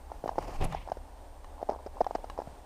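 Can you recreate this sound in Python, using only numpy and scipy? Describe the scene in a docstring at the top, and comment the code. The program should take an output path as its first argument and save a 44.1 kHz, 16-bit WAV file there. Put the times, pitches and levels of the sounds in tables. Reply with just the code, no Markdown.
"""A snowy field, where a boomerang is thrown, heard from a body-worn camera in a plastic case.
Low wind and a faint electrical whine form the bed. Packed snow and gear creak in short, hollow
knocks that ring the case. A sleeve rustles, the arm sweeps past with a puff of air, and the
spinning blades fade away in a pulsing hiss."""
import sys
import numpy as np
from scipy import signal
from scipy.fft import rfft, irfft
from scipy.io import wavfile

SR = 44100
rng = np.random.default_rng(int(sys.argv[2]) if len(sys.argv) > 2 else 0)


def materialize(psi):
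    """Save the field psi as 16-bit PCM at rate SR to the path in sys.argv[1].

    A 1-D psi becomes a single channel; in a 2-D psi each row is a channel.
    """
    bounded = np.clip(np.atleast_2d(psi).T, -1, 1)
    quanta = np.round(bounded * 32767).astype(np.int16)
    wavfile.write(sys.argv[1], SR, quanta)


N = 116865


def undb(db):
    """Decibels to gain."""
    return 10 ** (np.asarray(db) / 20)


def clock():
    """Time of every sample in seconds."""
    return np.arange(N) / SR


def fader(points):
    """A gain ride through (t/s, level/dB) points."""
    return undb(np.interp(clock(), *np.array(points).T))


def noise(colour):
    """Unit noise shaped by (f/Hz, level/dB) points, rolled off below the first."""
    hz, db = np.array(colour).T
    f = np.maximum(np.arange(N // 2 + 1) * SR / N, 1)
    eq = undb(np.interp(np.log(f), np.log(hz), db))
    low_cut = np.minimum(f / hz[0], 1) ** 2
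    y = irfft(rfft(rng.standard_normal(N)) * eq * low_cut, N)
    return y / y.std()


def band(hz, width_hz):
    """Unit noise through one resonance."""
    f = np.arange(N // 2 + 1) * SR / N
    y = irfft(rfft(rng.standard_normal(N)) / (1 + (2 * (f - hz) / width_hz) ** 2), N)
    return y / y.std()


def flutter(rate_hz, depth_db):
    """A gain that wanders at random within +/- depth_db."""
    knots = np.tanh(rng.standard_normal(N // 10))
    return undb(depth_db * np.interp(clock() * rate_hz, np.arange(len(knots)), knots))


def swell(at, rise_s, fall_s):
    """A bell-shaped envelope that peaks at the given time."""
    t = clock() - at
    return np.exp(-.5 * (t / np.where(t < 0, rise_s, fall_s)) ** 2)


def add(out, at, sound):
    """Mix a sound in at a time in seconds."""
    i = int(np.clip(at * SR, 0, N - 1))
    out[i:i + len(sound)] += sound[:N - i]


def blip(t, rise_s):
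    """A rounded attack and quick decay, reaching 1 at rise_s."""
    return (t / rise_s) ** 2 * np.exp(2 * (1 - t / rise_s))


def knock(t, hz, rise_s, sag=0.01, roundness=1.81):
    """A few cycles of a heavily damped resonance whose pitch sags as it dies."""
    from_peak = t - rise_s
    cycles = hz * from_peak * (1 - sag * np.tanh(from_peak / rise_s))
    return blip(t, rise_s) ** roundness * np.cos(2 * np.pi * cycles)


def wind():
    """Low wind rumbles on the microphone."""
    # rumble colour: f/Hz, relative level/dB
    colour = [(15, -9), (28, 3.5), (38, 3.5), (50, -8.5), (68, 0), (82, -14), (98, -21.5), (140, -24.5),
              (300, -52)]
    # rise and fall of the wind: t/s, level/dB
    gusts = [(0, -47.5), (.3, -43), (.7, -46.5), (.9, -45.5), (1.1, -48.5), (1.5, -48), (2.0, -48),
             (2.2, -45.5), (2.65, -48.5)]
    return noise(colour) * fader(gusts)


def open_air():
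    """The soft, gently wavering hush of distant air."""
    # air colour: f/Hz, relative level/dB
    colour = [(100, -33), (170, -12.5), (272, -1.5), (347, -7), (514, -3.5), (564, -0.5), (643, -1.5),
              (836, 1), (1290, -14.5), (1550, -15.5), (2350, -21.5), (6450, -27.5), (8390, -28.5),
              (15000, -38.5)]
    # slow swell of the air: t/s, relative level/dB
    ride = [(0, 1), (.5, 2), (1.05, -0.5), (1.55, 0), (1.85, 0), (2.3, 2), (2.65, 1.5)]
    return noise(colour) * undb(-55) * fader(ride) * flutter(rate_hz=19, depth_db=1.74)


def camera_whine():
    """Thin, wavering electrical tones, with a narrow hiss around the lower one."""
    # whine tones: f/Hz, RMS level/dB
    tones = [(8630, -79), (14087, -92)]
    out = np.zeros(N)
    for hz, db in tones:
        tone = np.sqrt(2) * np.sin(2 * np.pi * hz * clock())
        out += undb(db) * flutter(rate_hz=6.2, depth_db=2.5) * tone
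    return out + undb(-78) * band(tones[0][0], width_hz=700)


def case_ring(t, detune=0.032):
    """The plastic case rings after a tap, its modes tuned a little differently each time."""
    # case modes: f/Hz, relative level/dB, t60/s
    modes = [(832, -6.5, 0.053), (1102, 4, 0.017), (1770, -10, 0.032), (2320, -21, 0.0071),
             (2950, -19.5, 0.059), (3895, -23, 0.059), (4900, -59.5, 0.019)]
    ring = np.zeros(len(t))
    for hz, db, t60 in modes:
        detuned_hz = hz * (1 + detune * rng.standard_normal())
        ring += undb(db - 60 * t / t60) * np.sin(2 * np.pi * detuned_hz * t)
    return ring


def case_bumps():
    """Dull, padded pushes on the case."""
    # soft bumps: t/s, level/dB
    bumps = [(0.238, -30.5), (.275, -33.5), (0.39, -36), (0.651, -27.5), (0.92, -40), (2.151, -46),
             (2.473, -34), (2.528, -44.5)]
    out, t = np.zeros(N), clock()[:SR // 20]
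    for at, db in bumps:
        add(out, at, -undb(db) * knock(t, hz=139, rise_s=0.0034))
    return out


def gear_clicks():
    """Small, hard taps of gear ring the case, each with a tick of hiss."""
    # gear taps: t/s, relative level/dB
    taps = [(0.278, -31), (.427, -37), (0.724, -33), (0.7254, -31), (0.92, -42), (1.445, -39),
            (2.0449, -32.5), (2.15, -32.5), (2.2996, -30), (2.3018, -46)]
    mount_damping_db, hiss_db, hiss_decay_s = 4, -16.5, .002
    rings, hiss_envelope, t = np.zeros(N), np.zeros(N), clock()[:SR // 20]
    for at, db in taps:
        add(rings, at, undb(db - mount_damping_db) * case_ring(t))
        add(hiss_envelope, at, undb(db + hiss_db) * np.exp(-t / hiss_decay_s))
    return rings + hiss_envelope * band(3000, width_hz=10400)


def snow_crunch(grains_per_s=270, grain_hz=707, scatter_db=5):
    """Snow packs under shifting weight in loose clusters of tiny knocks."""
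    # grain clusters: centre t/s, half length/s, level/dB
    clusters = [(0.245, 0.0067, -39.5), (0.325, 0.011, -40), (0.433, 0.027, -42.5), (.485, 0.017, -40),
                (0.543, .015, -47.5), (1.596, .015, -41.5), (1.721, 0.027, -34.5), (1.797, 0.00795, -43.5),
                (1.968, 0.018, -40.5), (2.191, 0.0094, -40.5), (2.388, 0.011, -39)]
    out, t = np.zeros(N), clock()[:SR // 20]
    for centre, half, db in clusters:
        grains = rng.uniform(-1, 1, (100, 3))
        count = int(2 * half * grains_per_s) + 1
        for k, (late, size, pitch) in enumerate(grains[:count]):
            at = centre - half + (k + .5 * late) / grains_per_s
            grain = knock(t, grain_hz * np.exp(.25 * pitch), rise_s=0.001636)
            add(out, at, undb(db + scatter_db * size) * grain)
    return out


def creaks(ring_db=-34, thud_hz=360, thud_gain_db=2.5, grit_gain_db=8.5):
    """Each slip of snow or gear gives a hollow knock, a lower thud, a faint case ring and grit."""
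    # slips: t/s, level/dB, f/Hz, rise/ms, relative grit level/dB, relative thud level/dB
    slips = [(0.1, -39.5, 870, 1.4, -70, -65), (0.117, -26.5, 740, 1.4, -59.5, -49),
             (0.2396, -28.5, 674, 1.58, -58.5, -28.5), (0.258, -24, 675, 2.6, -59, -33),
             (0.277, -35, 646, 1.27, -54, -36), (0.2909, -19, 817, 2, -51, -45),
             (0.3145, -35.0, 676, 2.1, -75, -47), (0.3558, -35, 830, 2.14, -63, -47),
             (0.373, -40, 830, 2.3, -79, -51), (0.3811, -17, 710, 1.83, -49.5, -28),
             (0.3849, -20.5, 810, 1.57, -64, -36), (0.3866, -22.5, 690, 2.09, -64, -30.5),
             (0.4714, -46, 863, 2.2, -65, -53), (0.4852, -35, 709, 2.07, -66, -38),
             (0.4917, -34, 647, 1.4, -59, -45), (0.5274, -39, 732, 1.6, -64, -53),
             (0.7326, -29.6, 840, 1.33, -67, -53), (0.743, -35, 786, 1.22, -61, -55),
             (0.7464, -22, 777, 2.54, -53.5, -44.5), (0.8741, -30.5, 695, 2.12, -61.5, -53),
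             (0.886, -29.5, 830, 2.03, -65, -67), (0.897, -37, 750, 1.44, -56.5, -40),
             (0.9172, -18, 717, 2.32, -51.5, -78), (0.9697, -33, 510, 2, -62, -47.5),
             (1.6148, -32, 685, 2.2, -61.5, -50.5), (1.6272, -22.5, 680, 2.1, -59.5, -35),
             (1.6882, -23.5, 772, 1.9, -58.5, -50), (1.6928, -16.5, 674, 2.1, -61, -29.5),
             (1.697, -33, 640, 2.52, -55, -34), (1.7088, -28, 827, 2.33, -58, -67),
             (1.7175, -35, 730, 2, -61, -37.5), (1.7305, -45, 735, 1.9, -63, -41),
             (1.7415, -33, 702, 2, -78, -61), (1.76, -33, 677, 2, -73, -46),
             (1.8614, -34.5, 580, 2.4, -56.5, -37), (1.8669, -33, 600, 1.92, -64, -46),
             (1.8706, -33.5, 740, 2.33, -80, -57.5), (2.0051, -14.1, 618, 3.41, -50, -31.5),
             (2.0108, -12.5, 737, 2.06, -59, -38), (2.0147, -23.5, 654, 2.11, -58, -29),
             (2.0653, -18, 760, 1.56, -54.5, -59), (2.0677, -25.5, 760, 2.94, -70, -52),
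             (2.1088, -21, 726, 1.39, -55.5, -60), (2.1508, -19.5, 717, 2.75, -46.5, -28.5),
             (2.1567, -25.5, 746, 1.28, -63, -57), (2.2418, -26.5, 700, 1.85, -58, -58),
             (2.3761, -28.5, 830, 1.86, -59.5, -67), (2.3883, -21.5, 580, 1.87, -56, -43),
             (2.3997, -30, 830, 2.46, -58.5, -40.5), (2.418, -28.1, 764, 1.36, -59, -44),
             (2.4718, -35, 670, 2.16, -65, -66)]
    # grit colour: f/Hz, relative level/dB
    grit_colour = [(300, 10), (900, 18.5), (1500, 18), (2300, 4.5), (3500, -4), (5300, 6.5), (8000, -12),
                   (15000, -22)]
    body, grit_envelope, t = np.zeros(N), np.zeros(N), clock()[:SR // 20]
    for at, db, hz, rise_ms, grit_db, thud_db in slips:
        rise_s = rise_ms / 1000
        add(body, at, undb(db) * (knock(t, hz, rise_s) + undb(ring_db) * case_ring(t)))
        add(body, at, undb(thud_db + thud_gain_db) * knock(t, thud_hz, rise_s))
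        add(grit_envelope, at, undb(grit_db + grit_gain_db) * blip(t, rise_s=0.0032))
    return body + grit_envelope * noise(grit_colour)


def throw(puff_s=.6305, puff_hz=21.5):
    """The sleeve rustles, the arm whooshes past and puffs air at the microphone, the wood slips free."""
    # cloth colour: f/Hz, relative level/dB
    sleeve_colour = [(60, 13), (160, 5.5), (260, 1), (750, 3), (1150, -2.5), (1500, -11.5), (2700, -9.5),
                     (3600, -22), (4800, -15), (10000, -26), (15000, -32)]
    # rustle of the moving sleeve: t/s, level/dB
    sleeve_ride = [(0, -90), (.22, -72), (.35, -60.5), (.41, -47), (.45, -48), (.49, -45), (.57, -48),
                   (.66, -65), (.7, -53), (.9, -67.5), (1.05, -82)]
    # colour of the arm's whoosh: f/Hz, relative level/dB
    whoosh_colour = [(40, 9.5), (140, 8.5), (250, -3.5), (360, 1), (470, -1.5), (700, 2.5), (1000, -3.5),
                     (1450, -18.5), (2000, -16.5), (2700, -12.5), (3300, -22.5), (5000, -27.5),
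                     (10000, -40), (15000, -42)]
    # bright swish of the release: f/Hz, relative level/dB
    slip_colour = [(2000, -12), (4500, -2), (7000, -1), (10500, 4.5), (13000, -7), (15500, -13)]
    sleeve = noise(sleeve_colour) * fader(sleeve_ride) * flutter(rate_hz=110, depth_db=6)
    whoosh = noise(whoosh_colour) * undb(-30) * swell(0.6253, rise_s=0.015, fall_s=0.029)
    whoosh *= flutter(rate_hz=200, depth_db=3.5)
    pressure = np.sin(2 * np.pi * puff_hz * (clock() - puff_s))
    puff = pressure * undb(-23) * swell(puff_s, rise_s=0.036, fall_s=0.036)
    slip = noise(slip_colour) * undb(-44) * swell(.6495, rise_s=.007, fall_s=.0025)
    return sleeve + whoosh + puff + slip


def boomerang(launch_s=0.678, spin_hz=21.1, spin_depth=.35):
    """The spinning blades hiss in pulses and hum briefly as they recede."""
    # colour of the blade hiss: f/Hz, relative level/dB
    blade_colour = [(200, -13), (800, 10.5), (1100, 10.5), (1450, -8), (2000, 5), (3100, 0.5), (4300, -9.5),
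                    (7000, -23), (15000, -34)]
    flight_s = np.maximum(clock() - launch_s, 0)
    spin = 1 + spin_depth * np.cos(2 * np.pi * spin_hz * flight_s)
    hiss = noise(blade_colour) * undb(-49) * blip(flight_s, rise_s=0.065) * spin
    hum = band(151, width_hz=30) * undb(-41) * swell(0.706, rise_s=0.035, fall_s=0.035)
    return hiss + hum


def scene():
    """Foley, throw and ambient bed, mixed in mono at the microphone."""
    foley = creaks() + case_bumps() + gear_clicks() + snow_crunch()
    action = throw() + boomerang()
    bed = wind() + open_air() + camera_whine()
    return (foley + action + bed)[None]


def record(dry, cutoff_hz=15400):
    """The camera cuts the top end with a steep low-pass."""
    return signal.sosfilt(signal.ellip(10, .2, 70, cutoff_hz, fs=SR, output="sos"), dry)


dry = scene()
out = record(dry)
materialize(out)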